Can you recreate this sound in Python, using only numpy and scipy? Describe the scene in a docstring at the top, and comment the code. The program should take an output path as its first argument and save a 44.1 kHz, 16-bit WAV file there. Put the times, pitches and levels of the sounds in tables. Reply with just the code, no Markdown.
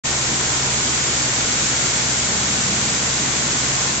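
"""A pressure washer's jet sprays a parked motorcycle and the concrete of an open yard.
The jet hisses, fluttering as the sheet of water tears and pulsing faintly with the pump.
The spray rushes where it lands, larger drops patter, and the air it drags along rumbles.
The pump and a second motor hum nearby, and a motorbike rides by over low street noise."""
import sys
import numpy as np
from scipy import signal
from scipy.fft import rfft, irfft
from scipy.io import wavfile

SR = 44100
rng = np.random.default_rng(int(sys.argv[2]) if len(sys.argv) > 2 else 0)


def log_audio(samples):
    """Write samples as a 16-bit WAV file to the path given in sys.argv[1]."""
    # one column per channel
    frames = np.atleast_2d(samples).T
    # limit to full scale, then quantise
    limited = np.clip(frames, -1, 1)
    pcm = np.round(limited * 32767).astype(np.int16)
    wavfile.write(sys.argv[1], SR, pcm)


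N = 176400
TIME = np.arange(N) / SR
DIRECT_SHARE = 0.11   # share of the hiss and splash power that arrives straight, not diffuse

# The hiss as the lance moves. Each row: time in seconds, level in dB before the trim.
JET_LEVEL = [(0.05, -23.9), (0.45, -23.5), (0.9, -23.0), (1.3, -23), (1.9, -22.5), (2.3, -23.1), (2.7, -23),
             (3.3, -23.5), (3.85, -23.5), (4, -25.0)]
# The jet's bright colour. Each row: frequency in Hz, relative level in dB.
JET_COLOUR = [(900, -23.5), (2000, -10), (3000, -7.5), (4300, -6), (5400, -6), (6100, -2.5), (6800, -0.9),
              (7500, 1), (8200, -4)]
def jet(stroke, trim_db=3, flutter_db=.45, pulse_depth=.06):
    """The nozzle's hiss flutters as the sheet of water tears, and swells with each pump stroke."""
    level = from_db(in_time(JET_LEVEL) + trim_db + flutter_db * drift(rate_hz=90))
    pulse = 1 + pulse_depth * np.sin(stroke)
    return level * pulse * stereo_noise(JET_COLOUR, DIRECT_SHARE)


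# The weight of the landing spray. Each row: time in seconds, level in dB before the trim.
SPLASH_LEVEL = [(0.05, -30), (0.45, -30.5), (1.3, -30.5), (1.62, -29.5), (2.2, -30.5), (2.8, -30),
                (3.3, -30.5), (3.85, -30), (4, -32)]
# Its midrange body. Each row: frequency in Hz, relative level in dB.
SPLASH_COLOUR = [(200, -11), (400, -1), (600, -0.5), (850, -1), (1080, -3.5), (1300, 0.4), (1550, 0),
                 (2300, -2.5), (3200, -12), (6000, -21)]
def splash(trim_db=2.5, flutter_db=0.6):
    """Spray lands on metal and concrete with a fluttering rush."""
    level = from_db(in_time(SPLASH_LEVEL) + trim_db + flutter_db * drift(rate_hz=45))
    return level * stereo_noise(SPLASH_COLOUR, DIRECT_SHARE)


def drops(per_second=2500, spread_db=3.5, ring_cycles=4, level_db=-34):
    """Larger drops strike at random in each ear, each a tick that dies within a few cycles."""
    patter = np.zeros((2, N))
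    pitches = np.geomspace(900, 7400, 14)
    for hz in pitches:
        hits = rng.random((2, N)) < per_second / len(pitches) / SR
        sizes = from_db(spread_db * np.minimum(rng.exponential(1, N), 5)) * rng.choice([-1, 1], N)
        decay = np.exp(-np.log(1000) * hz / (ring_cycles * SR))
        resonator = [1, -2 * decay * np.cos(2 * np.pi * hz / SR), decay * decay]
        patter += signal.lfilter([1, 0, -1], resonator, hits * sizes + 1e-18)
    return from_db(level_db) * rms_one(patter)


# The surges of the low end. Each row: time in seconds, level in dB before the trim.
RUMBLE_LEVEL = [(0.05, -33), (0.25, -41), (0.33, -31.5), (0.42, -38), (0.68, -32.5), (0.8, -32.5),
                (1.05, -34), (1.6, -32.5), (2.2, -35), (2.5, -33), (3.05, -35), (3.25, -31), (4, -34.5)]
# Its dark colour. Each row: frequency in Hz, relative level in dB.
RUMBLE_COLOUR = [(60, -27.5), (120, -7.5), (200, 2), (260, 0), (350, -4.5), (500, -13), (1000, -25.5)]
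def rumble(trim_db=-1, lumps_db=1.44):
    """Air dragged along by the spray makes a lumpy, low turbulence."""
    level = from_db(in_time(RUMBLE_LEVEL) + trim_db + lumps_db * drift(rate_hz=14))
    return level * stereo_noise(RUMBLE_COLOUR)


# The pump's pace. Each row: time in seconds, strokes per second.
PUMP_SPEED = [(0, 133.7), (0.5, 133.3), (1.3, 134.25), (2.9, 134.2), (3.5, 134.8), (4, 134.3)]
def pump_stroke():
    """The pump's phase, one turn a stroke, at a nearly steady speed."""
    return turning(in_time(PUMP_SPEED))


# The pump's voice. Each row: multiple of the stroke rate, rms level in dB before the trim.
PUMP_TONES = [(0.871, -41.5), (1.0, -37), (7.98, -45.5), (11.02, -49), (19.0, -50)]
def pump(stroke, hum_trim_db=0.1, whine_trim_db=-0.5):
    """The washer's pump sounds two beating hum tones under a thin whine."""
    hum = sum(tone(k * stroke, db + hum_trim_db, waver_db=1.5, waver_hz=1.5)
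              for k, db in PUMP_TONES if k <= 1)
    whine = sum(tone(k * stroke, db + whine_trim_db, waver_db=0.5, waver_hz=2.4)
                for k, db in PUMP_TONES if k > 1)
    return hum + whine


# The motor's partials. Each entry: multiple of the shaft rate.
MOTOR_ORDERS = [3, 9, 10, 12, 13, 14, 15, 40, 76, 90]
# Their mix. Each entry: rms level in dB.
MOTOR_DB = [-40, -46.5, -46, -50, -53, -48.5, -51, -50, -52.5, -49.5]
def motor(shaft_hz=24.29, wobble_hz=0.021):
    """A second motor drones at a steady speed; its upper tones waver more."""
    shaft = turning(shaft_hz + wobble_hz * drift(rate_hz=2))
    drone = tone(MOTOR_ORDERS[0] * shaft, MOTOR_DB[0], waver_db=0.5, waver_hz=1.7)
    return drone + sum(tone(k * shaft, db, waver_db=2.5, waver_hz=1.8)
                       for k, db in zip(MOTOR_ORDERS[1:], MOTOR_DB[1:]))


# The exhaust's partials. Each entry: multiple of the firing rate.
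EXHAUST_ORDERS = [2, 3, 4, 5, 6, 7, 8]
# Their mix at the nearest point. Each entry: rms level in dB.
EXHAUST_DB = [-53.5, -44.5, -50.5, -40.5, -38, -42, -48]
def motorbike(firing_hz=31.53, jitter_hz=0.088, nearest_s=2.58, half_pass_s=0.41):
    """A single-cylinder exhaust swells and fades as the bike crosses the yard's opening."""
    firing = turning(firing_hz + jitter_hz * drift(rate_hz=5))
    nearness = 1 / (1 + ((TIME - nearest_s) / half_pass_s) ** 4)
    return nearness * sum(tone(k * firing, db, waver_db=0.5, waver_hz=2.8)
                          for k, db in zip(EXHAUST_ORDERS, EXHAUST_DB))


# The swell of a faint rush. Each row: time in seconds, level in dB.
RUSH_LEVEL = [(0.05, -39), (0.6, -38), (1.3, -47), (2.2, -51), (3.3, -48), (3.8, -36.5), (4, -39)]
# Its single peak. Each row: frequency in Hz, relative level in dB.
RUSH_COLOUR = [(300, -39.5), (700, -16.5), (950, -0.5), (1070, 2.5), (1170, -9.5), (1600, -39.5)]
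def narrow_rush():
    """A band of noise around 1 kHz, strongest at the start and the end."""
    return from_db(in_time(RUSH_LEVEL)) * stereo_noise(RUSH_COLOUR)


# The street's bass-heavy colour. Each row: frequency in Hz, relative level in dB.
STREET_COLOUR = [(20, -13), (37, -12.5), (48, -4.5), (80, -2), (120, 1.5), (180, -3.5), (350, -14),
                 (900, -39.5)]
def street(level_db=-41):
    """The street lays a steady, low bed of noise."""
    return from_db(level_db) * stereo_noise(STREET_COLOUR)


# Early reflections. Each row: left delay in seconds, right delay in seconds, gain.
ECHOES = [(.0027, .0021, .1), (.0043, .0049, .08), (.0066, .0083, .07), (.0103, .012, .07)]
def yard(spray):
    """Close reflections off the ground and parked bikes ripple the colour of the spray."""
    out = spray.copy()
    for *delays, gain in ECHOES:
        for ear, delay_s in enumerate(delays):
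            out[ear] += gain * np.interp(TIME - np.round(delay_s * SR) / SR, TIME, spray[ear], left=0)
    return out


# Stereo width. Each row: frequency in Hz, correlation between the ears.
LIKENESS = [(170, .975), (260, .9), (400, .6), (560, .66), (900, .36), (1150, .05), (1750, .02), (2100, .3),
            (2900, .02), (3400, .2), (3900, -.02), (5700, .03), (7600, -.15)]
# Stereo lean. Each row: frequency in Hz, left minus right in dB.
BALANCE = [(150, -1.2), (500, 1), (900, 0), (1200, 5), (1900, 1.5), (2800, 1.3), (4200, -0.7), (5500, -2.5),
           (6050, .8), (7700, -.9)]
EARS = np.array([[1], [-1]])   # left, right
CUTOFF_HZ = 7800
def stereo_noise(colour, direct_share=0, left_lag_s=.00016):
    """Coloured noise at unit rms: diffuse, with an optional share straight from the right."""
    hz = np.maximum(np.arange(N // 2 + 1) * SR / N, 1)
    mid, side, straight = rfft(rng.standard_normal((3, N)))
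    alike = np.clip(at_hz(LIKENESS, hz), -.99, .99)
    diffuse = np.sqrt((1 + alike) / 2) * mid + EARS * np.sqrt((1 - alike) / 2) * side
    straight = straight * np.exp(-1j * np.pi * hz * left_lag_s * EARS)
    blend = np.sqrt(1 - direct_share) * diffuse + np.sqrt(direct_share) * straight
    gain = from_db(at_hz(colour, hz) + EARS * at_hz(BALANCE, hz) / 2) * (hz < CUTOFF_HZ + 500)
    return rms_one(irfft(gain * blend, N))


def tone(angle, db, waver_db, waver_hz):
    """A machine tone of wavering level; above 300 Hz its phase differs between the ears."""
    hz = (angle[-1] - angle[0]) * SR / N / (2 * np.pi)
    apart = np.arccos(np.clip(at_hz(LIKENESS, hz), -1, 1)) * EARS / 2 * (hz > 300)
    peak = np.sqrt(2) * from_db(db + waver_db * drift(waver_hz))
    return peak * np.sin(angle + rng.uniform(0, 2 * np.pi) + apart)


def drift(rate_hz):
    """Smooth random wander with a spread of about 1."""
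    hop, settle = 40, 2000
    pole = np.exp(-2 * np.pi * rate_hz * hop / SR)
    noise = rng.standard_normal(N // hop + settle + 2)
    slow = signal.lfilter([1], [1, -2 * pole, pole * pole], noise)[settle:]
    return np.interp(np.arange(N) / hop, np.arange(len(slow)), rms_one(slow))


def turning(hz):
    """Angle of something that turns at a changing rate."""
    return 2 * np.pi * np.cumsum(hz) / SR


def in_time(rows):
    """A curve's value at every sample."""
    return np.interp(TIME, *np.transpose(rows))


def at_hz(rows, hz):
    """Read a spectrum on a log-frequency axis."""
    row_hz, values = np.transpose(rows)
    return np.interp(np.log(hz), np.log(row_hz), values)


def from_db(db):
    """Decibels to gain."""
    return 10 ** (np.asarray(db) / 20)


def rms_one(x):
    """Scale to unit rms."""
    return x / np.sqrt(np.mean(x ** 2) + 1e-20)


def scene():
    """Spray in front, machines a touch to the right, the street behind."""
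    stroke = pump_stroke()
    machines = (pump(stroke) + motor() + motorbike()) * from_db(-.4 * EARS)
    spray = jet(stroke) + splash() + drops()
    return yard(spray) + rumble() + street() + narrow_rush() + machines


def record(dry, start_s=.036, fade_s=0.019):
    """The sound fades in quickly and its top is cut steeply."""
    faded = dry * np.clip((TIME - start_s) / fade_s, 0, 1)
    low_pass = signal.firwin(261, CUTOFF_HZ, window=("kaiser", 9), fs=SR)
    return signal.fftconvolve(faded, low_pass[None], "same", axes=1)


dry = scene()
out = record(dry)
log_audio(out)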